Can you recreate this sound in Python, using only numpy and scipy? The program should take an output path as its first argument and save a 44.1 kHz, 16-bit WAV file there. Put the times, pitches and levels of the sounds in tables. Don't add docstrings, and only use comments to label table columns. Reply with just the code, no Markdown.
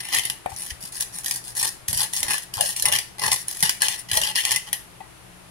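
import sys
import numpy as np
from scipy import signal
from scipy.fft import rfft, irfft
from scipy.io import wavfile
from scipy.ndimage import uniform_filter1d

SR = 44100
rng = np.random.default_rng(int(sys.argv[2]) if len(sys.argv) > 2 else 0)


def store_pcm(level_fs):
    pcm = np.round(np.clip(level_fs, -1, 1) * 32767).astype(np.int16)
    wavfile.write(sys.argv[1], SR, np.atleast_2d(pcm).T)


N = 242632
TIME = np.arange(N) / SR

# frequency in Hz, relative level in dB.
AIR_COLOUR = [(20, -9.5), (60, 0.5), (125, -15), (260, -10), (350, -6), (480, -12), (750, -8),
              (1400, -12.5), (2800, -16), (5600, -23.5), (10000, -30), (16000, -37)]
AIR_DB = -47.5
# frequency in Hz, level in dB.
HUM_TONES = [(123, -55.5), (180, -58)]
# frequency in Hz, time to fade by 60 dB in seconds.
KITCHEN_FADE = [(150, 0.044), (2000, 0.31), (6000, 0.34), (16000, 0.3)]
# frequency in Hz, width in Hz, lift in dB.
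MICROPHONE_PORTS = [(10060, 1240, 14.5), (10760, 1990, 17)]
LEFT_LAG_MS = 0.93
EDGE_HZ = 15850

# start in seconds, relative level in dB, starting pitch in Hz.
PLATE_THUMPS = [(0.46, -43, 106.4), (0.522, -33, 85.5), (0.716, -31.5, 65.5), (0.833, -36, 180),
                (1.151, -40, 172), (1.888, -29, 93), (2.568, -31.5, 98), (3.627, -23.5, 171),
                (4.123, -30.5, 102)]
# start in seconds, relative level in dB, contact time in
# milliseconds, length of the onset in seconds, pitch of the modes as a ratio.
WOOD_KNOCKS = [(0.4597, -25.5, 0.84, 0.00043, 0.97), (0.516, -35, 0.8, 0.003, 1.06),
               (2.588, -30, 0.4, 0.0039, 0.99), (2.606, -28, .35, 0.002, 0.96),
               (4.172, -26, 0.98, 0.0022, 0.77), (5.004, -32, 0.46, 0.0045, 1.06)]
# frequency in Hz, relative level in dB, time to fade by 60 dB in seconds.
WOOD_MODES = [(610, 6, 0.023), (739, 11, 0.041), (809, 1.5, 0.11), (1035, -8, 0.057), (1847, 4.5, 0.04),
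              (2440, 6.5, 0.015)]
# start in seconds, length in seconds, relative rumble level in dB, relative growl level in dB.
HEAVY_DRAGS = [(1.894, 0.11, -40, -45.5), (2.202, 0.13, -43.5, -48), (2.588, 0.078, -44, -33),
               (2.826, 0.14, -43, -35.5), (3.222, 0.14, -45, -49), (4.138, 0.11, -40, -38)]
# frequency in Hz, width in Hz.
RUMBLE, GROWL = (127, 200), (574, 160)

# start in seconds, length in seconds, relative level in dB.
GRAIN_SWEEPS = [(0.484, 0.078, -39), (0.565, 0.16, -32), (0.805, 0.091, -33), (0.918, 0.087, -30),
                (0.997, 0.044, -21), (1.125, 0.1, -33), (1.231, 0.16, -28), (1.434, 0.1, -35),
                (1.551, 0.15, -21), (1.877, 0.049, -25), (1.928, 0.046, -23), (1.965, 0.092, -20.5),
                (2.127, 0.089, -23), (2.419, 0.022, -27.5), (2.534, 0.044, -29), (2.6, 0.14, -23),
                (2.756, 0.064, -27), (3.308, 0.044, -14.5), (3.377, 0.062, -34.5), (3.471, 0.18, -31.5),
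                (3.974, 0.046, -32.5), (4.126, 0.084, -21.5)]
# start in seconds, length in seconds,
# relative force in dB, extra force on the low modes in dB.
PLATE_PRESSES = [(0, 0.02, -26, -5), (0.022, 0.28, -35.5, -2.5), (0.117, 0.091, -23.5, 1.5),
                 (0.228, 0.045, -35, -12), (0.699, 0.024, -30, -10), (1.605, 0.081, -28.5, 3.5),
                 (1.978, 0.095, -30.5, 3.5), (2.22, 0.11, -36.5, 7), (2.28, 0.084, -22.5, 1.5),
                 (2.351, 0.032, -29.5, -10), (2.569, 0.051, -33, 10), (2.843, 0.064, -31.5, 12),
                 (2.916, 0.059, -20.5, -0.5), (3.179, 0.063, -35.5, 8), (3.214, 0.093, -24, 7.5),
                 (3.313, 0.037, -26, 9.5), (3.623, 0.076, -24.5, 0.5), (3.803, 0.082, -24.5, -1.5),
                 (3.873, 0.094, -29.5, -2), (4.085, 0.035, -34.5, -8), (4.136, 0.068, -32.5, 10.5),
                 (4.211, 0.11, -27, -1), (4.35, 0.075, -22, -14), (4.43, 0.15, -28.5, 0),
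                 (4.662, 0.045, -40, 6.5)]
SWEEP_HIGH_DB, SWEEP_LOW_DB, PRESS_CRUNCH_DB = -12, -11.5, 0.5
ATTACK_S, SWELL_DB, SAG_DB_PER_S, RELEASE_S = 0.0074, 3.5, 7, 0.026

# start in seconds, relative level in dB.
GRAIN_CRACKS = [(0.136, -15), (0.147, -11.5), (0.185, -13.5), (0.2527, -16), (.299, -14.5), (.562, -25.5),
                (.596, -30), (1.2602, -14.5), (1.281, -18.5), (1.3103, -10.5), (1.359, -18.5), (1.596, -18),
                (1.67, -25), (1.8833, -13.5), (1.9293, -14), (1.974, -15.5), (2.005, -17), (2.134, -13.5),
                (2.164, -17.5), (2.204, -21), (2.2298, -11.5), (2.38, -19), (2.5385, -18.5), (2.6085, -9),
                (2.6586, -18), (2.763, -18), (2.797, -16), (2.823, -11.5), (2.8542, -10.5), (2.860, -13.5),
                (2.8844, -14), (2.923, -11), (2.9339, -17.5), (2.96, -13.5), (2.9861, -12.5), (3.195, -22),
                (3.264, -16), (3.317, -9), (3.36, -18.5), (3.4822, -18), (3.605, -19), (3.6262, -7),
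                (3.6336, -7.5), (3.6938, -8.5), (3.8192, -8), (3.832, -15), (3.883, -11.5), (4.1139, -12.5),
                (4.132, -14), (4.1717, -8), (4.2147, -13.5), (4.235, -16), (4.3562, -12.5), (4.451, -10.5),
                (4.508, -14.5), (4.5163, -9), (4.56, -11), (4.729, -12.5)]
PINNED_DB, LOOSE_DB = 1.5, -6.5
PINNED_FOR_S = 0.05

# frequency in Hz, relative level in dB.
GRAIN_COLOUR = [(100, -43), (1000, 1.5), (1400, -13.5), (2400, -4.5), (3500, 4), (5500, 7), (8000, 2.5),
                (10000, 1.5), (12500, -4.5), (16000, -5)]
# frequency in Hz, width in Hz, relative level in dB.
LOW_PLATE_MODES = [(127, 22.5, 5), (362, 77, -3), (553, 145, 0.5), (855, 71, 11), (1053, 275, 4.5)]
# frequency in Hz, width in Hz, relative level in dB.
HIGH_PLATE_MODES = [(1758, 94, 8), (1945, 183, 8.5), (2590, 560, -3), (2858, 79, 0.5), (3077, 350, 0),
                    (3580, 410, -2.5), (4216, 225, -3.5), (5100, 2960, -6)]
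# time in seconds, mean shift in Hz, change of the upper ring in dB.
GRIP_CHANGES = [(0.198, 40, 3), (1.599, -100, -2.5), (2.028, -81.5, 2.5), (2.23, 20.5, 0.5),
                (2.33, -50.5, -1), (2.62, -130, 4), (2.951, 20, 4.5), (3.3, -18.5, -2.5), (4.15, -29.5, 5),
                (4.5, 9, 5.5)]


def amp(db):
    return 10 ** (np.asarray(db) / 20)


def evened(x):
    return x / np.sqrt(np.mean(x ** 2) + 1e-20)


def read(points, hz):
    f, value = np.transpose(points)
    return np.interp(np.log(hz + 1), np.log(f + 1), value)


def add(mix, s, sound):
    part = mix[max(round(s * SR), 0):][:len(sound)]
    part += sound[:len(part)]


def causal(gain_at, size=4096):
    log_gain = np.log(gain_at(abs(np.fft.fftfreq(size, 1 / SR))) + 1e-5)
    return np.fft.ifft(np.exp(np.conj(signal.hilbert(log_gain)))).real[:size // 2]


def ring(x, response):
    return signal.oaconvolve(x, response / np.linalg.norm(response))[:N]


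def bell(hz, centre_hz, width_hz):
    return 1 / (1 + (2 * (hz - centre_hz) / width_hz) ** 2)


def air(hum_width_hz=19, right_db=-4.5):
    hz = np.fft.rfftfreq(N, 1 / SR)
    noise_spectrum = rfft(rng.standard_normal((2, N)))
    noise = evened(irfft(noise_spectrum * amp(read(AIR_COLOUR, hz)), N))
    hum = np.zeros(N)
    for f, db in HUM_TONES:
        hum_spectrum = rfft(rng.standard_normal(N)) * bell(hz, f, hum_width_hz)
        hum += amp(db) * evened(irfft(hum_spectrum, N))
    return (amp(AIR_DB) * noise + hum) * amp([[0], [right_db]])


def reflections(start_s, t60_at, count=22000):
    kept = rng.random((2, count)) < 0.25
    late_enough = np.arange(count) / SR > start_s
    taps = rng.standard_normal((2, count)) * kept * late_enough
    hz, t, bands = signal.stft(taps, SR, nperseg=128)
    fading = amp(-60 * t / t60_at(hz)[:, None])
    tail = signal.istft(bands * fading, SR, nperseg=128)[1]
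    return tail / np.linalg.norm(tail, axis=1, keepdims=True)


def kitchen(x, near_db=2.0, near_t60=0.022, room_db=-5.5, right_db=-5.5, scatter_hz=2400, shadow=0.3,
            places_per_s=30, count=17):
    treble = signal.butter(1, scatter_hz, "high", fs=SR)
    direct = x - shadow * signal.lfilter(*treble, x)
    left = np.interp(TIME - LEFT_LAG_MS / 1000, TIME, direct)
    out = np.array([left, direct])
    travel = TIME * places_per_s
    for place in range(count):
        fade = np.sin(np.pi / 2 * np.minimum((travel - place) % count, 2))
        part = x * fade
        near = signal.lfilter(*treble, reflections(0.0001, lambda hz: near_t60 + 0 * hz))
        far = reflections(0.0015, lambda hz: read(KITCHEN_FADE, hz))
        echoes = amp(near_db) * near + amp(room_db) * far
        out += signal.fftconvolve(part[None], echoes, axes=1)[:, :N]
    return out * amp([[0], [right_db]])


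def ports(pair, right_bass_loss=0.16, bass_hz=700):
    left, right = pair
    right_bass = signal.lfilter(*signal.butter(1, bass_hz, fs=SR), right)
    pair = np.array([left, right - right_bass_loss * right_bass])
    colours = []
    for f, width, db in MICROPHONE_PORTS:
        colours.append(causal(lambda hz: np.sqrt(1 + (amp(db) ** 2 - 1) * bell(hz, f, width))))
    return signal.oaconvolve(pair, np.array(colours), axes=1)[:, :N]


def thumps(swell_s=0.0059, sag=0.8):
    out, t = np.zeros(N), np.arange(SR // 8) / SR
    swell = t / swell_s * np.exp(1 - t / swell_s)
    for s, db, hz in PLATE_THUMPS:
        tone = np.sin(2 * np.pi * hz * t * (1 - sag * t))
        add(out, s, amp(db) * swell * tone)
    return out


def knocks(tick_db=-5, tick_s=0.0028):
    out, t = np.zeros(N), np.arange(SR // 6) / SR
    for s, level_db, contact_ms, onset_s, pitch_ratio in WOOD_KNOCKS:
        knock = np.zeros(len(t))
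        for hz, db, t60 in WOOD_MODES:
            tone = amp(db - 60 * t / t60) * np.sin(2 * np.pi * hz * pitch_ratio * t)
            knock += tone / np.hypot(1, hz * contact_ms / 1000)
        dry_noise = evened(uniform_filter1d(rng.standard_normal(len(t)), size=8))
        knock += amp(tick_db) * np.exp(-t / tick_s) * dry_noise
        add(out, s, amp(level_db) * knock * np.minimum(t / onset_s, 1))
    return out


def stroke(length, db):
    t = np.arange(round(length * SR)) / SR
    level_db = db - SWELL_DB * (2 * t / length - 1) ** 2 - SAG_DB_PER_S * (t - length / 2)
    take_hold = np.minimum(t / ATTACK_S, 1)
    let_go = np.minimum((length - t) / RELEASE_S, 1)
    return take_hold * let_go * amp(level_db) ** 2


def fractures(per_s=1800, spread_db=4.5, clump_db=2.5, clump_s=0.003, powder=0.11):
    size = amp(spread_db * np.minimum(rng.exponential(1, N), 4)) * rng.choice([-1, 1], N)
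    clicks = size * (rng.random(N) < per_s / SR)
    slips = np.interp(TIME / clump_s, np.arange(N), np.clip(rng.standard_normal(N), -2, 2))
    force = (evened(clicks) + powder * rng.standard_normal(N)) * amp(clump_db * slips)
    return force / np.sqrt(uniform_filter1d(force ** 2, size=1300) + 1e-9)


def drags():
    rumble, growl = np.zeros((2, N))
    for s, length, rumble_db, growl_db in HEAVY_DRAGS:
        add(rumble, s, stroke(length, rumble_db))
        add(growl, s, stroke(length, growl_db))
    slips = fractures()
    out = np.zeros(N)
    for power, mode in ((rumble, RUMBLE), (growl, GROWL)):
        out += ring(np.sqrt(power) * slips, causal(lambda hz: bell(hz, *mode)))
    return out


def chips(per_s=45, chip_db=7.5, chip_s=0.00069):
    t = np.arange(SR // 100) / SR
    jumps = np.minimum(rng.exponential(1, N), 2) * (rng.random(N) < per_s / SR)
    return evened(1 + amp(chip_db) * signal.oaconvolve(jumps, np.exp(-t / chip_s))[:N])


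def grinding(crunch_db=-9.5, pressure_db=-2.5, low_db=-11.5, pinned_chips=0.5):
    swept, pressed = np.zeros((2, 3, N))
    for s, length, db in GRAIN_SWEEPS:
        for path, share_db in zip(swept, (0, SWEEP_HIGH_DB, SWEEP_LOW_DB)):
            add(path, s, stroke(length, db + share_db))
    for s, length, db, extra_db in PLATE_PRESSES:
        for path, share_db in zip(pressed, (PRESS_CRUNCH_DB, 0, extra_db)):
            add(path, s, stroke(length, db + share_db))
    chipping = chips()
    milder_chipping = evened(chipping ** pinned_chips)
    power = swept * chipping ** 2 + pressed * milder_chipping ** 2
    return amp([[crunch_db], [pressure_db], [low_db]]) * np.sqrt(power) * fractures()


def cracks(paths, crack_db=11.5, low_db=-11.5, burst_s=0.00042, crumble=0.23, crumble_s=0.014):
    out, t = np.zeros(N), np.arange(SR // 25) / SR
    shape = t / burst_s * np.exp(1 - t / burst_s) + crumble * np.exp(-t / crumble_s)
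    for s, db in GRAIN_CRACKS:
        pinned = any(start <= s <= start + length + PINNED_FOR_S for start, length, *_ in PLATE_PRESSES)
        push_db = PINNED_DB if pinned else LOOSE_DB
        burst = shape * rng.standard_normal(len(t))
        for path, share_db in zip(paths, (0, push_db, push_db + low_db)):
            sound = signal.fftconvolve(burst, path)
            add(out, s, amp(db + crack_db + share_db) * sound / np.linalg.norm(sound))
    return out


def resonances(modes, steep):
    def gain(hz):
        return np.sqrt(sum(amp(db) ** 2 * bell(hz, f, width) ** steep for f, width, db in modes))
    return causal(gain)


def mortar():
    direct = causal(lambda hz: amp(read(GRAIN_COLOUR, hz)))
    paths = direct, resonances(HIGH_PLATE_MODES, steep=1.8), resonances(LOW_PLATE_MODES, steep=1.223)
    ground = sum(ring(force, path) for force, path in zip(grinding(), paths))
    return ground + cracks(paths)


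def gripped(x, wander_hz=32, trade=0.083):
    hz = np.fft.fftfreq(N, 1 / SR)
    spectrum = 2 * np.fft.fft(x)
    lower = np.fft.ifft(spectrum * ((hz > 1500) & (hz < 2300)))
    upper = np.fft.ifft(spectrum * ((hz > 2650) & (hz < 3400)))
    times, shift_hz, ring_db = np.transpose(GRIP_CHANGES)
    wander = evened(uniform_filter1d(rng.standard_normal(N), size=1500))
    shift_hz = np.interp(TIME, times, shift_hz) + wander_hz * wander
    ring_db = np.interp(TIME, times, ring_db)
    turn = np.exp(2j * np.pi * np.cumsum(shift_hz) / SR)
    lower_change = lower * (turn * amp(-trade * ring_db) - 1)
    upper_change = upper * (amp(ring_db) - 1)
    return x + (lower_change + upper_change).real


def scene():
    at_the_plate = gripped(mortar()) + drags() + knocks() + thumps()
    return ports(kitchen(at_the_plate) + air())


def record(dry):
    edge = signal.firwin(401, EDGE_HZ, window=("kaiser", 8), fs=SR)
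    return signal.oaconvolve(np.clip(dry, -1, 1), edge[None], "same", axes=1)


dry = scene()
out = record(dry)
store_pcm(out)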